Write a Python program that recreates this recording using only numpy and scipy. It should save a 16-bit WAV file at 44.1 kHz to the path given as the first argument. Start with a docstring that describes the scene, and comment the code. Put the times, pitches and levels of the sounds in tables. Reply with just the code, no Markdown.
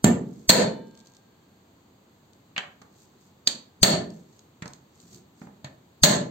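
"""A hard knife blow lands at once, then a long splintering chop; more hard and faint blows follow.
Each mixes bursts of noise for breaking bone, a short push for the thud, and fading tones for board and blade.
Between chops, wet joints snap and crackle, meat slides and pieces drop: short bursts and swelling noise.
The room is a fading noise tail, over a low steady rush of air.
A limiter squashes the hard chops, so that the room swells up behind them."""
import sys
import numpy as np
from scipy import signal
from scipy.fft import rfft, irfft, next_fast_len
from scipy.io import wavfile
from scipy.ndimage import uniform_filter1d

SR = 44100
rng = np.random.default_rng(int(sys.argv[2]) if len(sys.argv) > 2 else 0)


def generate_wav(signal):
    """Clip the signal to [-1, 1] and save it as 16-bit WAV at the path in sys.argv[1]."""
    frames = np.transpose(np.atleast_2d(signal))
    scaled = np.clip(frames, -1, 1) * 32767
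    pcm = np.round(scaled).astype(np.int16)
    wavfile.write(sys.argv[1], SR, pcm)


N = 277830

# All levels are those of the layers before the final mix, the room and the limiter.
# knife blows: start_s, thud_db, thud_pitch_hz, crack_db, crack_pitch_hz, splintering_s, blade_db, puff_db
CHOPS = [(.043, -7, 200, -11, 7350, .0011, -60, -28), (0.4917, -5, 210, 9.5, 4300, 0.012, -33.5, -24),
         (3.4731, -37, 234, -12.5, 4606, 0.00078, -72, -68), (3.829, -7, 182, 6.5, 4430, .0055, -58, -15),
         (5.6438, -39.5, 138, -41, 4400, .0022, -85.5, -49),
         (6.0336, -7, 182.6, 7.5, 4330, 0.00733, -59, -14)]
# bones and knuckles meeting the board: start_s, thud_db, thud_pitch_hz, clack_db, smack_db
DROPS = [(2.563, -54, 200, -30, -54), (2.5786, -45, 204, -24, -35), (2.816, -54, 200, -50.5, -53.5),
         (4.622, -37, 161, -38.5, -43.5), (4.657, -40, 163, -43, -44.5), (5.416, -40.5, 225, -49, -63),
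         (5.469, -45.5, 213.6, -52, -75.5)]
# the loudest snaps of gristle and wet skin: start_s, level_db (SNAP_DB is added)
SNAPS = [(0.9518, -48), (0.9742, -45), (1.0016, -46), (1.071, -43), (1.167, -47), (2.333, -49.5),
         (4.103, -41.5), (4.392, -43), (4.6785, -33), (4.7344, -36), (5.001, -44.5)]
# meat sliding under the fingers and over the board: middle_s, half_length_s, crackle_db
SLIDES = [(.38, 0.16, -63), (3.01, .08, -59), (3.24, .07, -63), (4.16, 0.072, -62), (4.363, .075, -63),
          (5.02, 0.094, -60), (5.145, 0.047, -50.5), (5.423, .046, -57)]
# tones of the board on its counter: pitch_hz, relative_level_db, fade_by_60_db_s
BOARD = [(154, -20, 0.17), (158, -19.5, .55), (190, -18.5, 0.7), (203, 11, 0.029), (254, -20.5, 0.78),
         (407, -26, .45), (475, -26.5, 0.87), (486, -26.5, 0.29), (500, -17, .48), (569.7, -17, 0.13),
         (610, 2.5, 0.044), (706, -21, 0.59), (922, -2, 0.072)]
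# tones of the steel blade: pitch_hz, relative_level_db, fade_by_60_db_s
BLADE = [(899, 0, .85), (1599, -27, 2.8), (2315, -25, 1.3), (3004, -8, .7), (3564, -9, .75),
         (4048, -12, .8), (4344, -32, 3.4)]
# colour of the push on the board: multiple_of_its_pitch, relative_level_db
THUD = [(.12, -39), (.35, -16), (.65, -4.5), (1, 1.5), (1.6, -11.5), (2.1, -12), (3, -26.5), (6, -29.5),
        (20, -58)]
# colour of bone hammering the wood: pitch_hz, relative_level_db
KNOCK = [(150, -23.5), (330, -12), (460, -2.5), (610, 3.5), (760, -5), (900, -6), (1100, -16), (2000, -35),
         (6000, -58.5)]
# colour of bare bone clacking: pitch_hz, relative_level_db
CLACK = [(200, -23.5), (700, -5.5), (1100, -2.5), (1400, -2.5), (1800, 1.5), (2900, -4), (4000, -6),
         (8000, -24), (16000, -43)]
# colour of splintering bone: pitch_hz, relative_level_db
CRACK = [(500, -31), (2000, -17), (2900, -9.5), (3700, -2.5), (4500, -1), (5500, -2.5), (7400, -0.5),
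         (8500, -2), (12000, -12.5), (16000, -8)]
# colour of wet gristle and skin: pitch_hz, relative_level_db
WET = [(500, -21), (2800, -13), (4100, -4), (5500, 4.5), (7200, -0.5), (8500, -0.5), (12000, -8.5),
       (16000, -15)]
# colour of the kitchen's steady air noise: pitch_hz, relative_level_db
AIR = [(20, -26.5), (45, -18.5), (90, -2.5), (200, -1), (320, -5), (600, -12), (950, -12.5), (1500, -19.5),
       (2600, -23.5), (4200, -22), (8000, -25.5), (15000, -28)]
# how long the room rings: pitch_hz, fade_by_60_db_s
ROOM_FADE = [(100, 0.18), (220, 0.8), (400, 0.63), (580, 0.4), (1000, 0.4), (2500, 0.33), (7000, 0.27),
             (14000, 0.17)]
# how loud the room is: pitch_hz, level_over_direct_sound_db
ROOM_LEVEL = [(40, -9), (110, -1), (200, -1), (500, 4), (1500, -3), (3000, -7), (5000, -9), (8000, -6),
              (14000, -5.5)]
# how alike left and right are: pitch_hz, likeness (1 = the same, 0 = unrelated)
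ALIKE = [(150, .98), (300, .9), (550, 0.39), (1000, .1), (2000, -.1), (8000, 0.2)]
# the recorder's stepped treble colour: lower_edge_hz, level_db
TREBLE = [(0, 0), (4780, -8), (6120, 0), (7700, -4), (8600, -16), (9100, -42), (11550, -4)]
# a hollow bone's two bending resonances: pitch_hz, width_hz, level_db
BONE = [(1004, 59, -2.5), (1764, 70, 2.5)]
# how clack and knock follow a blow: db_per_thud_db, db_per_crack_db, db_per_doubled_splintering, offset_db
CLACK_LAW, KNOCK_LAW = (0.48, 0.3166, 2.6, -4.5), (0.77, 0.18, 3, -3)
LONG_BREAK_S = 0.01  # splintering time of a full break
EDGE_HZ, EDGE_DB_PER_OCTAVE = 19500, 24  # the crack's upper edge at a thud of 0 dB; lighter blows are duller
HARD_DROP_DB, HARD_DROP_HZ, DROP_DB_PER_OCTAVE = -28.5, 2900, 10.5  # a softer landing clacks lower
SNAP_DB, SNAP_HOLD_S, SNAP_FADE_S = -9, 0.0005, 0.014
# twisting the chopped bone apart tears small fibres at random moments
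TWIST_FROM_S, TWIST_TO_S = 0.87, 1.19
FIBRE_DB, FIBRE_SCATTER_DB = -53.5, 2
# the board's rumble at a firm stroke; it grows faster than the crackle
FIRM_SLIDE_DB, RUMBLE_DB, RUMBLE_GROWS = -51.5, -53.5, 1.5
TOP_HZ = 15900  # the final upper band limit


def chops(bone_width_hz=240, bone_db=5, board_db=-12):
    """The edge splinters the bone, drives into the board and leaves the blade ringing."""
    out = np.zeros((2, N))
    bending = lambda f: 1 + sum(amp(db) * resonance(f, hz, width) for hz, width, db in BONE)
    for start_s, thud_db, thud_hz, crack_db, crack_hz, hold_s, blade_db, _ in CHOPS:
        clack_db = fed_by(CLACK_LAW, thud_db, crack_db, hold_s)
        knock_db = fed_by(KNOCK_LAW, thud_db, crack_db, hold_s)
        top_hz = EDGE_HZ * 2 ** (thud_db / EDGE_DB_PER_OCTAVE)
        # the splintering rings the bone shaft at one pitch; a longer break also dies more slowly
        shaft = lambda f: 1 + amp(bone_db) * resonance(f, crack_hz, bone_width_hz)
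        splinters = coloured(burst(hold_s, fade_s=0.02 + 3.1 * hold_s), CRACK)
        crack = unit_hit(duller(filtered(splinters, shaft), top_hz))
        clack = unit_hit(filtered(coloured(burst(hold_s, fade_s=0.11), CLACK), bending))
        # the crushed bone hammers the wood unevenly for as long as it breaks
        knock = unit_hit(coloured(burst(hold_s, fade_s=0.032), KNOCK))
        breaking = amp(crack_db) * crack + amp(clack_db) * clack + amp(knock_db) * knock
        add(out, start_s, in_kitchen(breaking))
        # the board takes the full blow halfway through the splintering
        through_s = start_s + hold_s / 2
        add(out, through_s, in_kitchen(amp(thud_db) * push(thud_hz)))
        add(out, through_s, amp(thud_db + board_db) * ring(BOARD, SR * 3 // 4))
        add(out, through_s, amp(blade_db) * ring(BLADE, SR * 3 // 2))
    return out


def blade_wind():
    """The broad blade shoves a puff of air ahead of each blow; it reaches the left microphone first."""
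    out = np.zeros((2, N))
    width_s = 0.0033
    leads_s = np.array([[0.003], [0.001]])  # left, right
    for start_s, *_, puff_db in CHOPS:
        u = (np.arange(N) / SR - start_s + leads_s) / width_s
        # pressure first, then suction
        out += amp(puff_db) * -u * np.exp(-u * u / 2)
    return out


def drops(bone_width_hz=900, bone_db=3, board_db=-10, soft_hz=300, knock_db=-12):
    """Pieces land with a thud cushioned by meat, a clack of bare bone and a smack of skin."""
    out = np.zeros((2, N))
    for start_s, thud_db, thud_hz, clack_db, smack_db in DROPS:
        softer_db = min(clack_db - HARD_DROP_DB, 0)
        clack_hz = HARD_DROP_HZ * 2 ** (softer_db / DROP_DB_PER_OCTAVE)
        shaft = lambda f: 1 + amp(bone_db) * resonance(f, clack_hz, bone_width_hz)
        bare_bone = filtered(coloured(burst(hold_s=0.0003, fade_s=0.059), CLACK), shaft)
        clack = unit_hit(duller(bare_bone, 2 * clack_hz))
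        smack = unit_hit(duller(coloured(burst(hold_s=0.00083, fade_s=0.03), WET), 5600))
        # the piece settles for a moment, knocking lightly on the wood
        knock = unit_hit(coloured(burst(hold_s=0.0037, fade_s=0.028), KNOCK))
        thud = unit_hit(duller(push(thud_hz), soft_hz)) + amp(knock_db) * knock
        landing = amp(thud_db) * thud + amp(clack_db) * clack + amp(smack_db) * smack
        add(out, start_s, in_kitchen(landing))
        add(out, start_s, amp(thud_db + board_db) * duller(ring(BOARD, SR // 2), soft_hz))
    # a little right of the chops
    return out * amp([[-0.7], [0.7]])


def wet_meat(uneven_db=4.5, snap_hz=3800):
    """Gristle snaps in thin ticks; sliding skin crackles finely and a dragged bone rumbles on the wood."""
    out, t = np.zeros((2, N)), np.arange(N) / SR
    thin = lambda f: resonance(f, snap_hz, snap_hz)
    for start_s, db in list(SNAPS) + torn_fibres():
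        tick = filtered(coloured(burst(SNAP_HOLD_S, SNAP_FADE_S), WET), thin)
        add(out, start_s, amp(db + SNAP_DB) * unit_hit(duller(tick, 16000)))
    # each stroke swells and fades smoothly around its middle
    strokes = sum(amp(db) * np.exp(-((t - middle_s) / half_s) ** 2) for middle_s, half_s, db in SLIDES)
    # the skin sticks unevenly: a new random level about 600 times a second
    steps = t[::SR // 600]
    sticky_db = uneven_db * np.interp(t, steps, rng.standard_normal(len(steps)))
    crackle = unit(filtered(noise_pair(N) * amp(sticky_db), lambda f: amp(along(WET, f))))
    rumble = unit(signal.fftconvolve(noise_pair(N), push(pitch_hz=183), axes=1)[:, :N])
    firmness = (strokes / amp(FIRM_SLIDE_DB)) ** RUMBLE_GROWS
    out += strokes * crackle + amp(RUMBLE_DB) * firmness * rumble
    return in_kitchen(out)[:, :N]


def torn_fibres(count=24):
    """Tearing fibres give small snaps at chance moments of the twist: start_s, level_db."""
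    times = rng.uniform(TWIST_FROM_S, TWIST_TO_S, count)
    levels_db = FIBRE_DB + FIBRE_SCATTER_DB * rng.standard_normal(count)
    return list(zip(times, levels_db))


def in_kitchen(x, gap_s=0.0064):
    """Bare walls add a fresh noise tail to the direct sound; each pitch range fades at its own speed."""
    hz, t, z = signal.stft(noise_pair(SR * 3 // 4), SR, nperseg=256)
    fade_s = along(ROOM_FADE, hz)[:, None]
    # a long tail starts lower, so that ROOM_LEVEL sets its whole energy
    gain = amp(along(ROOM_LEVEL, hz))[:, None] * np.sqrt(2 * np.log(1000) / (fade_s * SR))
    tail = signal.istft(z * gain * amp(-60 * t / fade_s), SR, nperseg=256)[1]
    # the echoes build up over the first few milliseconds
    tail *= 1 - np.exp(-(np.arange(tail.shape[1]) / SR / gap_s) ** 2)
    tail[:, 0] += 1  # the direct sound
    return signal.fftconvolve(x, tail, axes=1)


def room_air(air_db=-58.0):
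    """Ventilation makes a low, steady rush: noise coloured towards the bass."""
    return amp(air_db) * unit(filtered(noise_pair(N), lambda f: amp(along(AIR, f))))


def fed_by(law, thud_db, crack_db, hold_s):
    """Level in dB of a layer fed partly by the blow on the board and partly by the breaking bone."""
    per_thud, per_crack, db_per_doubling, offset_db = law
    length_db = db_per_doubling * np.log2(hold_s / LONG_BREAK_S)
    return per_thud * thud_db + per_crack * crack_db + length_db + offset_db


def burst(hold_s, fade_s):
    """Tiny fractures of uneven size build up over the hold time and then die away."""
    t = np.arange(SR // 8) / SR
    step = SR // 2000  # a new size every half millisecond
    sizes_db = 4 * np.repeat(rng.standard_normal(len(t) // step + 1), step)[:len(t)]
    fade = amp(-60 * np.maximum(t - hold_s, 0) / fade_s)
    build_up = 1 - np.exp(-3 * t / max(hold_s, 1e-4))
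    return noise_pair(len(t)) * amp(sizes_db) * fade * build_up


def push(pitch_hz):
    """One clean push on the wood, the same in both channels."""
    spectrum = [(multiple * pitch_hz, db) for multiple, db in THUD]
    return unit_hit(coloured(signal.unit_impulse(SR // 8), spectrum)) * np.ones((2, 1))


def ring(modes, length):
    """A struck body rings in fading tones, at slightly new strengths every time."""
    t = np.arange(length) / SR
    out = np.zeros(length)
    for hz, db, fade_s in modes:
        level_db = db + rng.standard_normal() - 60 * t / fade_s
        out += amp(level_db) * np.sin(2 * np.pi * hz * t)
    return out


def noise_pair(n):
    """White noise at two spaced microphones: alike in the bass, nearly unrelated in the treble."""
    turn = lambda f: np.arccos(np.clip(along(ALIKE, f), -1, 1)) / 2
    shares = lambda f: np.array([np.cos(turn(f)), np.sin(turn(f))])
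    mid, side = filtered(rng.standard_normal((2, n)), shares)
    return np.array([mid + side, mid - side])


def resonance(f, hz, width_hz):
    """A body that favours one pitch: the response is 1 at its centre."""
    return 1j * f * width_hz / (hz * hz - f * f + 1j * f * width_hz)


def duller(x, top_hz):
    """Soft contact takes off the treble above top_hz."""
    return filtered(x, lambda f: 1 / (1 + 1j * np.sqrt(2) * f / top_hz - (f / top_hz) ** 2))


def coloured(x, spectrum):
    """Colour a contact so that nothing sounds before it."""
    n = x.shape[-1]
    log_gain = np.log(amp(along(spectrum, np.fft.rfftfreq(n, 1 / SR))))
    # folding the cepstrum forward in time gives the minimum-phase filter
    cepstrum = irfft(log_gain, n)
    cepstrum[1:n // 2] *= 2
    cepstrum[n // 2 + 1:] = 0
    return irfft(rfft(x) * np.exp(rfft(cepstrum)), n)


def filtered(x, response):
    """Multiply the spectrum of x by a response that depends on frequency."""
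    n = x.shape[-1]
    m = next_fast_len(n + SR // 8)  # spare room for the filter's ringing
    return irfft(rfft(x, m) * response(np.fft.rfftfreq(m, 1 / SR)), m)[..., :n]


def along(points, hz):
    """Read a value between (Hz, value) points on a log pitch axis."""
    f, v = np.transpose(points)
    return np.interp(np.log(hz + 1), np.log(f), v)


def amp(db):
    """Turn decibels into gain."""
    return 10 ** (np.asarray(db) / 20)


def unit(x):
    """Scale to rms 1."""
    return x / np.sqrt(np.mean(x ** 2) + 1e-20)


def unit_hit(x):
    """Scale a hit to the energy of a hundredth of a second at rms 1."""
    return unit(x) * np.sqrt(SR / 100 / x.shape[-1])


def add(track, start_s, sound):
    """Mix a sound into the track at its start time."""
    start = max(round(start_s * SR), 0)
    part = sound[..., :max(N - start, 0)]
    track[:, start:start + part.shape[-1]] += part


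def scene():
    """The work on the board, a little right of centre, over the kitchen's air."""
    work = chops() + blade_wind() + drops() + wet_meat()
    return work * amp([[-0.4], [0.4]]) + room_air()


def record(dry, ceiling_db=-7, release_db_per_s=135, low_cut_hz=42):
    """A low cut, stepped treble colour, a fast limiter, clipped peaks and the band limit."""
    edges, steps_db = np.transpose(TREBLE)
    hz = np.linspace(0, SR / 2, 1025)
    step = np.searchsorted(edges, hz, "right") - 1
    tone = signal.firwin2(1801, hz, amp(steps_db[step]), fs=SR)
    low_cut = signal.butter(2, low_cut_hz, "highpass", fs=SR, output="sos")
    x = signal.sosfilt(low_cut, dry)
    x = signal.fftconvolve(x, tone[None], "same", axes=1)
    # the limiter watches the power of both channels over about 5 ms
    power = np.abs(uniform_filter1d(np.mean(x ** 2, 0), size=220))
    over_db = np.maximum(10 * np.log10(power + 1e-12) - ceiling_db, 0)
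    # the gain drops at once and comes back at a steady rate, then is smoothed slightly
    ramp = release_db_per_s * np.arange(N) / SR
    cut_db = np.maximum.accumulate(over_db + ramp) - ramp
    x = x * amp(-uniform_filter1d(cut_db, size=64))
    # peaks round off towards 1
    x = x / (1 + x ** 8) ** (1 / 8)
    band_limit = signal.firwin(301, TOP_HZ, fs=SR)
    return signal.fftconvolve(x, band_limit[None], "same", axes=1)


dry = scene()
out = record(dry)
generate_wav(out)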